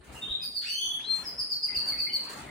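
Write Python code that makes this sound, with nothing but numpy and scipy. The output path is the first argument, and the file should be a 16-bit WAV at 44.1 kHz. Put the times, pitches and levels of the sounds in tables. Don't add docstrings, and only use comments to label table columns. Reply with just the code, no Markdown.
import sys
import numpy as np
from scipy import signal
from scipy.fft import rfft, irfft, next_fast_len
from scipy.io import wavfile
from scipy.ndimage import uniform_filter1d, map_coordinates

SR = 44100
rng = np.random.default_rng(int(sys.argv[2]) if len(sys.argv) > 2 else 0)


def wav_record(signal):
    frames = np.transpose(np.atleast_2d(signal))
    bounded = np.clip(frames, -1, 1)
    quanta = np.round(bounded * 32767).astype(np.int16)
    wavfile.write(sys.argv[1], SR, quanta)


N = 110250

# start_s, length_s, first_hz, last_hz, level_db, harmonic2_db, harmonic3_db, echo_db
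CHIP_NOTES = [(0.413, 0.041, 5085, 4420, -39, -22, -20.5, 5), (0.542, 0.039, 4952, 4160, -37, -24, -25, 8),
              (0.677, 0.065, 4723, 4260, -35, -20.5, -24, 2),
              (1.232, 0.063, 5440, 4750, -46, -27.5, -21.5, 9),
              (1.378, 0.038, 5383, 4457, -30, -26.5, -33, 0.5),
              (1.491, 0.047, 5270, 4180, -36, -30, -27.5, 6.5),
              (1.626, 0.032, 5107, 4456, -25, -30.5, -30, -2),
              (1.744, .04, 4998, 4292, -28.5, -28, -26, 2.5),
              (1.867, 0.043, 4803, 4314, -26.5, -26.5, -26, -3.5),
              (1.98, 0.045, 4903, 4194, -29.5, -25.5, -28, 2),
              (2.123, 0.043, 4767, 4070, -27.5, -28.5, -23, -1)]
# time_s, pitch_hz, level_db
SLOW_PATH = [(0.621, 1252, -71), (.668, 2653, -40.5), (0.698, 2926, -40.5), (0.754, 3091, -44),
             (.80, 3123, -36.5), (.86, 3079, -39.5), (0.914, 3010, -58)]
ANSWER_PATH = [(.792, 3274, -43), (0.81, 3408, -42), (.835, 3375, -38.5), (0.869, 3410, -44),
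               (.912, 3386, -37), (.955, 3297, -41)]
NEAR_PATH = [(.99, 1324, -59), (1.01, 2700, -48), (1.028, 3560, -54), (1.052, 3945, -39.5),
             (1.082, 4166, -36), (1.10, 4180, -28), (1.135, 4172, -24.5), (1.19, 4179, -32.5),
             (1.235, 4193, -48)]
# harmonic2_db, harmonic3_db, harmonic4_db, echo_db, waver_share, lean_left_db
WHISTLE_VOICES = [(-8, -18.5, -17, -1, 0.0033, 0.3), (-33, -27.5, -29.5, 2, 0.0099, 0),
                  (-28.5, -29, -53.5, -20, .00094, 4)]
# start_s, level_db
AIR_PUFFS = [(0.611, -41), (0.989, -53)]
# start_s, length_s, first_hz, last_hz, level_db, echo_db, waver_share
PEEP_NOTES = [(0.139, 0.036, 2886, 2760, -54, 8, 0.047), (.214, 0.032, 3660, 3678, -32, -3, 0.0032),
              (0.247, 0.026, 3678, 3650, -37, -6, 0.004), (0.207, 0.094, 2996, 3464, -52, 6.5, 0.051),
              (0.288, 0.0492, 3614, 3812, -33.5, 1.5, 0.024), (0.336, .021, 3690, 3710, -30.5, -19, 0.0094),
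              (0.386, 0.063, 2536, 2543, -53.5, -4, .02)]
# harmonic2_db, harmonic3_db
PEEP_VOICE = [-33.5, -30]
# start_s, length_s, first_hz, last_hz, level_db
TWITTER_NOTES = [(1.658, 0.031, 3100, 2340, -56.5), (1.683, .038, 2184, 1966, -46),
                 (1.718, 0.031, 2460, 2460, -50), (1.744, 0.024, 2680, 2910, -49),
                 (1.915, 0.034, 2267, 2002, -43), (1.955, 0.035, 1890, 2370, -57),
                 (1.975, 0.031, 2400, 2800, -47), (1.99, 0.019, 2060, 2100, -64),
                 (2.065, 0.029, 2260, 2340, -47.5), (2.092, 0.026, 2880, 3140, -44.5),
                 (2.455, 0.073, 2050, 2210, -52)]
# start_s, level_db
CLAW_TICKS = [(.467, -55.5), (1.859, -38.5)]
# start_s, level_db, fade_s (a fade time is how long a 60 dB drop takes)
CLOTH_STROKES = [(.035, -55.5, 0.63), (0.119, -47.5, 0.96), (1.1, -47.5, 0.84), (1.15, -43.5, 0.43),
                 (1.742, -53.5, 1), (1.858, -49.5, 0.42), (2.233, -42.5, 0.2), (2.288, -39.5, 0.45),
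                 (2.365, -50, 0.63)]
# middle_s, pitch_hz, level_db
HAND_BUMPS = [(.01, 70, -48.5), (0.313, 55, -39), (1.772, 62, -43.5), (2.039, 75.5, -60)]
# time_s, level_db
SHUFFLE_LEVELS = [(0.0, -101), (0.01, -61.5), (0.1, -48.5), (0.41, -58.5), (0.58, -64.5), (0.65, -66),
                  (0.79, -63.5), (0.93, -55), (0.95, -57), (1.22, -47), (1.66, -64), (1.71, -52.5),
                  (1.91, -45), (2.12, -58.5), (2.3, -44), (2.31, -42.5), (2.43, -43.5), (2.5, -50)]
RUMBLE_LEVELS = [(0.0, -56), (0.05, -58.5), (0.1, -51.5), (0.27, -53), (0.28, -50.5), (0.79, -65.5),
                 (0.89, -54.5), (1.06, -64.5), (1.27, -50), (1.68, -60.5), (1.75, -53), (1.98, -50),
                 (2.17, -54.5), (2.5, -49.5)]
# pitch_hz, level_db
HUM_TONES = [(66, -75.5), (135, -70)]

# frequency_hz, gain_db
WASH_EQ = [(2000, -7.5), (5800, -21.5), (7200, -4.5), (9300, 3.5), (12500, -9.5), (14500, 0)]
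PUFF_EQ = [(900, -46), (1400, 4), (2800, 2.5), (4200, 10), (6000, -7.5), (12000, -14)]
CLAW_EQ = [(2000, -45), (6000, 8.5), (15000, 17)]
SHUFFLE_EQ = [(90, -33), (170, 0.5), (400, -0.5), (560, -4.5), (850, 1), (1300, 0.5), (2500, -5.5),
              (3500, -11), (4600, -12.5), (7000, -49.5)]
CLOTH_EQ = [(800, -4), (2500, -6.5), (5500, -5.5), (7500, -0.5), (9500, -3), (12000, -4), (15500, -6)]
RUMBLE_EQ = [(22, -47), (33, -17), (45, -8), (65, 7), (100, -5.5), (135, 3.5), (180, -3), (260, -2),
             (400, -4.5), (800, -8), (3000, -64.5)]
AIR_EQ = [(25, -26), (60, -43), (200, 4), (1000, -13), (4000, -15), (6000, -29), (9000, -11.5),
          (15000, -40.5)]
# frequency_hz, gain_db
ECHO_EQ = [(5000, 3), (9000, 5), (15000, 13)]
MIC_EQ = [(10400, -1), (11100, -12), (11700, -39.5), (12300, -17.5), (13300, -5.5)]
# frequency_hz, fade_s
ECHO_FADES = [(300, 0.15), (3000, 0.6), (5000, 0.47), (10000, 0.39), (15000, 0.22)]
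# frequency_hz, likeness (1 same, -1 opposite)
ECHO_LIKENESS = [(300, 0.83), (1500, 0.65), (3000, -0.41), (5000, -0.23), (9000, 0.65)]
NOISE_LIKENESS = [(100, 0.87), (300, 1), (700, 0.21), (2000, 0.25), (5000, 0.1), (9000, 0.24)]

NOTE_SAMPLES = SR // 3
SIDES = np.array([[1], [-1]])


def chips():
    wash_db, wash_fade_s = -19.5, 0.53
    out, wash = np.zeros((2, N)), np.zeros(N)
    for start_s, length_s, first_hz, last_hz, level_db, *voice_db, echo_db in CHIP_NOTES:
        done = progress(length_s)
        pitch = first_hz + (last_hz - first_hz) * done ** 1.098
        loudness = amp(level_db) * np.abs(arch(done, peak=0.57)) ** 0.71
        overtones = harmonics(voice_db) + [(1.5, -35.5)]
        sing(out, start_s, pitch, loudness, overtones, echo_db, waver=0.0067)
        age = since(start_s)
        fade_db = 60 * age / wash_fade_s
        wash += amp(level_db + echo_db + wash_db - fade_db) * np.minimum(age / length_s, 1)
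    return out + wash * noise(WASH_EQ)


def whistles():
    edge_s = 0.0045
    out = np.zeros((2, N))
    for path, voice in zip([SLOW_PATH, ANSWER_PATH, NEAR_PATH], WHISTLE_VOICES):
        *voice_db, echo_db, waver, lean_left_db = voice
        times, path_hz, path_db = np.transpose(path)
        start_s, end_s = times[0], times[-1]
        t = start_s + np.arange(NOTE_SAMPLES) / SR
        pitch = np.interp(t, times, path_hz)
        below_top = np.abs(1 - pitch / path_hz.max())
        rasp = 0.1334 * below_top ** 0.646 * wobble(670, len(t))
        gate = np.interp(t, [start_s, start_s + edge_s, end_s - edge_s, end_s], [0, 1, 1, 0])
        shimmer_db = 1.56 * wobble(65.7, len(t))
        loudness = gate * amp(np.interp(t, times, path_db) + shimmer_db)
        overtones = harmonics([*voice_db, voice_db[-1] - 10.5])
        whistle = np.zeros((2, N))
        sing(whistle, start_s, pitch * (1 + rasp), loudness, overtones, echo_db, waver)
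        out += whistle * amp(SIDES * lean_left_db)
    return out


def puffs():
    rise_s = 0.038
    loudness = np.zeros(N)
    for start_s, level_db in AIR_PUFFS:
        rise = since(start_s) / rise_s
        loudness += amp(level_db) * rise * np.exp(1 - rise)
    return loudness * noise(PUFF_EQ)


def peeps():
    out = np.zeros((2, N))
    for start_s, length_s, first_hz, last_hz, level_db, echo_db, waver in PEEP_NOTES:
        done = progress(length_s)
        pitch = first_hz + (last_hz - first_hz) * done
        loudness = amp(level_db) * arch(done, peak=0.84)
        sing(out, start_s, pitch, loudness, harmonics(PEEP_VOICE), echo_db, waver)
    return out


def twitter():
    out = np.zeros((2, N))
    for start_s, length_s, first_hz, last_hz, level_db in TWITTER_NOTES:
        done = progress(length_s)
        pitch = first_hz + (last_hz - first_hz) * done
        flicker_db = 4.5 * wobble(173, len(done))
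        loudness = amp(level_db + flicker_db) * arch(done, peak=0.32)
        sing(out, start_s, pitch, loudness, overtones=[], echo_db=-1, waver=0.04)
    return out


def claws():
    fade_s = 0.021
    loudness = np.zeros(N)
    for start_s, level_db in CLAW_TICKS:
        loudness += amp(level_db - 60 * since(start_s) / fade_s) * (clock() >= start_s)
    return loudness * noise(CLAW_EQ)


def shuffling():
    level_db = np.interp(clock(), *np.transpose(SHUFFLE_LEVELS))
    return amp(level_db + 0.17 * wobble(35.8, N)) * noise(SHUFFLE_EQ)


def cloth():
    rise_s = 0.01
    strokes = np.zeros(N)
    for start_s, level_db, fade_s in CLOTH_STROKES:
        age = since(start_s)
        strokes += amp(level_db - 60 * age / fade_s) * (1 - np.exp(-age / rise_s))
    return strokes * amp(1.1 * wobble(150, N)) * noise(CLOTH_EQ)


def handling():
    bump_width_s = 0.012
    t = clock()
    rumble = amp(np.interp(t, *np.transpose(RUMBLE_LEVELS))) * noise(RUMBLE_EQ)
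    bumps = np.zeros(N)
    for middle_s, pitch_hz, level_db in HAND_BUMPS:
        swell = np.exp(-((t - middle_s) / bump_width_s) ** 2)
        bumps += amp(level_db) * swell * np.sin(2 * np.pi * pitch_hz * (t - middle_s))
    return lean_left(rumble + bumps, lean_db=1.83, lead_s=0.00042)


def room_tone():
    hum = np.zeros(N)
    for pitch_hz, level_db in HUM_TONES:
        phase = 2 * np.pi * pitch_hz * clock() + 0.3 * wobble(26, N)
        hum += amp(level_db) * np.sqrt(2) * np.sin(phase)
    return hum * amp(SIDES * 1.8) + amp(-63) * noise(AIR_EQ)


def sing(out, start_s, pitch, loudness, overtones, echo_db, waver):
    size = len(pitch)
    unsteady_hz = pitch * (1 + waver * wobble(260, size))
    phase = 2 * np.pi * np.cumsum(unsteady_hz) / SR
    tone = np.sin(phase)
    for multiple, level_db in overtones:
        flutter_db = 4.5 * wobble(150, size)
        in_range = multiple * pitch < SR / 2
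        tone += amp(level_db + flutter_db) * np.sin(multiple * phase) * in_range
    note = np.sqrt(2) * loudness * tone
    heard = amp(echo_db) * signal.fftconvolve(note[None], room_echo(), axes=1)
    heard[:, :size] += note
    at = round(start_s * SR)
    out[:, at:at + heard.shape[1]] += heard[:, :N - at]


def room_echo():
    delay_s, build_s = 0.0024, 0.0027
    hz, t, bands = signal.stft(stereo_noise(ECHO_LIKENESS, SR * 3 // 4), SR, nperseg=256)
    fade = amp(-60 * t / look_up(ECHO_FADES, hz)[:, None])
    tail = signal.istft(bands * fade, SR, nperseg=256)[1]
    age = np.maximum(np.arange(tail.shape[1]) / SR - delay_s, 0)
    tail *= 1 - np.exp(-age / build_s)
    echo = tail / np.linalg.norm(tail[0]) + first_echoes(tail.shape[1])
    return filtered(echo / np.linalg.norm(echo[0]), lambda hz: amp(look_up(ECHO_EQ, hz)))


def first_echoes(size, count=5, within_s=0.02):
    echoes = np.zeros((2, size))
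    for side in echoes:
        delays_s = rng.uniform(0.062, 1, count) * within_s
        side[(delays_s * SR).astype(int)] = 0.053 * rng.choice([-1, 1], count)
    return echoes


def noise(colour, patchy_db=3.5):
    bands = signal.stft(stereo_noise(NOISE_LIKENESS, N), nperseg=1024)[2]
    patches = uniform_filter1d(rng.standard_normal(bands.shape[1:]), size=3, axis=0)
    patches = uniform_filter1d(patches, size=6, axis=1)
    patchy = signal.istft(bands * amp(patchy_db * unit(patches)), nperseg=1024)[1][:, :N]
    return unit(filtered(patchy, lambda hz: amp(look_up(colour, hz))))


def stereo_noise(likeness, size):
    def shares(hz):
        angle = np.arccos(np.clip(look_up(likeness, hz), -1, 1)) / 2
        return np.array([np.cos(angle), np.sin(angle)])
    shared, opposite = filtered(rng.standard_normal((2, size)), shares)
    return np.array([shared + opposite, shared - opposite])


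def lean_left(sound, lean_db, lead_s):
    return filtered(sound, lambda hz: amp(SIDES * lean_db) * np.exp(1j * np.pi * hz * SIDES * lead_s))


def filtered(sound, gain_at):
    size = next_fast_len(sound.shape[-1] + 8192)
    hz = np.fft.rfftfreq(size, 1 / SR)
    return irfft(rfft(sound, size) * gain_at(hz), size)[..., :sound.shape[-1]]


def wobble(rate_hz, size):
    return map_coordinates(rng.standard_normal(4096), [np.arange(size) * rate_hz / SR], mode="wrap")


def harmonics(levels_db):
    return list(enumerate(levels_db, 2))


def progress(length_s):
    return np.minimum(np.arange(NOTE_SAMPLES) / SR / length_s, 1)


def arch(done, peak):
    return np.sin(np.pi * np.interp(done, [0, peak, 1], [0, 0.5, 1]))


def look_up(table, hz):
    row_hz, values = np.transpose(table)
    return np.interp(np.log(hz + 1), np.log(row_hz + 1), values)


def clock():
    return np.arange(N) / SR


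def since(start_s):
    return np.maximum(clock() - start_s, 0)


def amp(db):
    return 10 ** (np.asarray(db) / 20)


def unit(x):
    return x / np.sqrt(np.mean(x ** 2) + 1e-20)


def scene():
    birds = chips() + whistles() + puffs() + peeps() + twitter()
    birds = lean_left(birds, lean_db=0.12, lead_s=0.000015)
    return birds + claws() + shuffling() + cloth() + handling() + room_tone()


def record(dry):
    top_hz = 15850
    return filtered(dry, lambda hz: amp(look_up(MIC_EQ, hz)) * (hz < top_hz))


dry = scene()
out = record(dry)
wav_record(out)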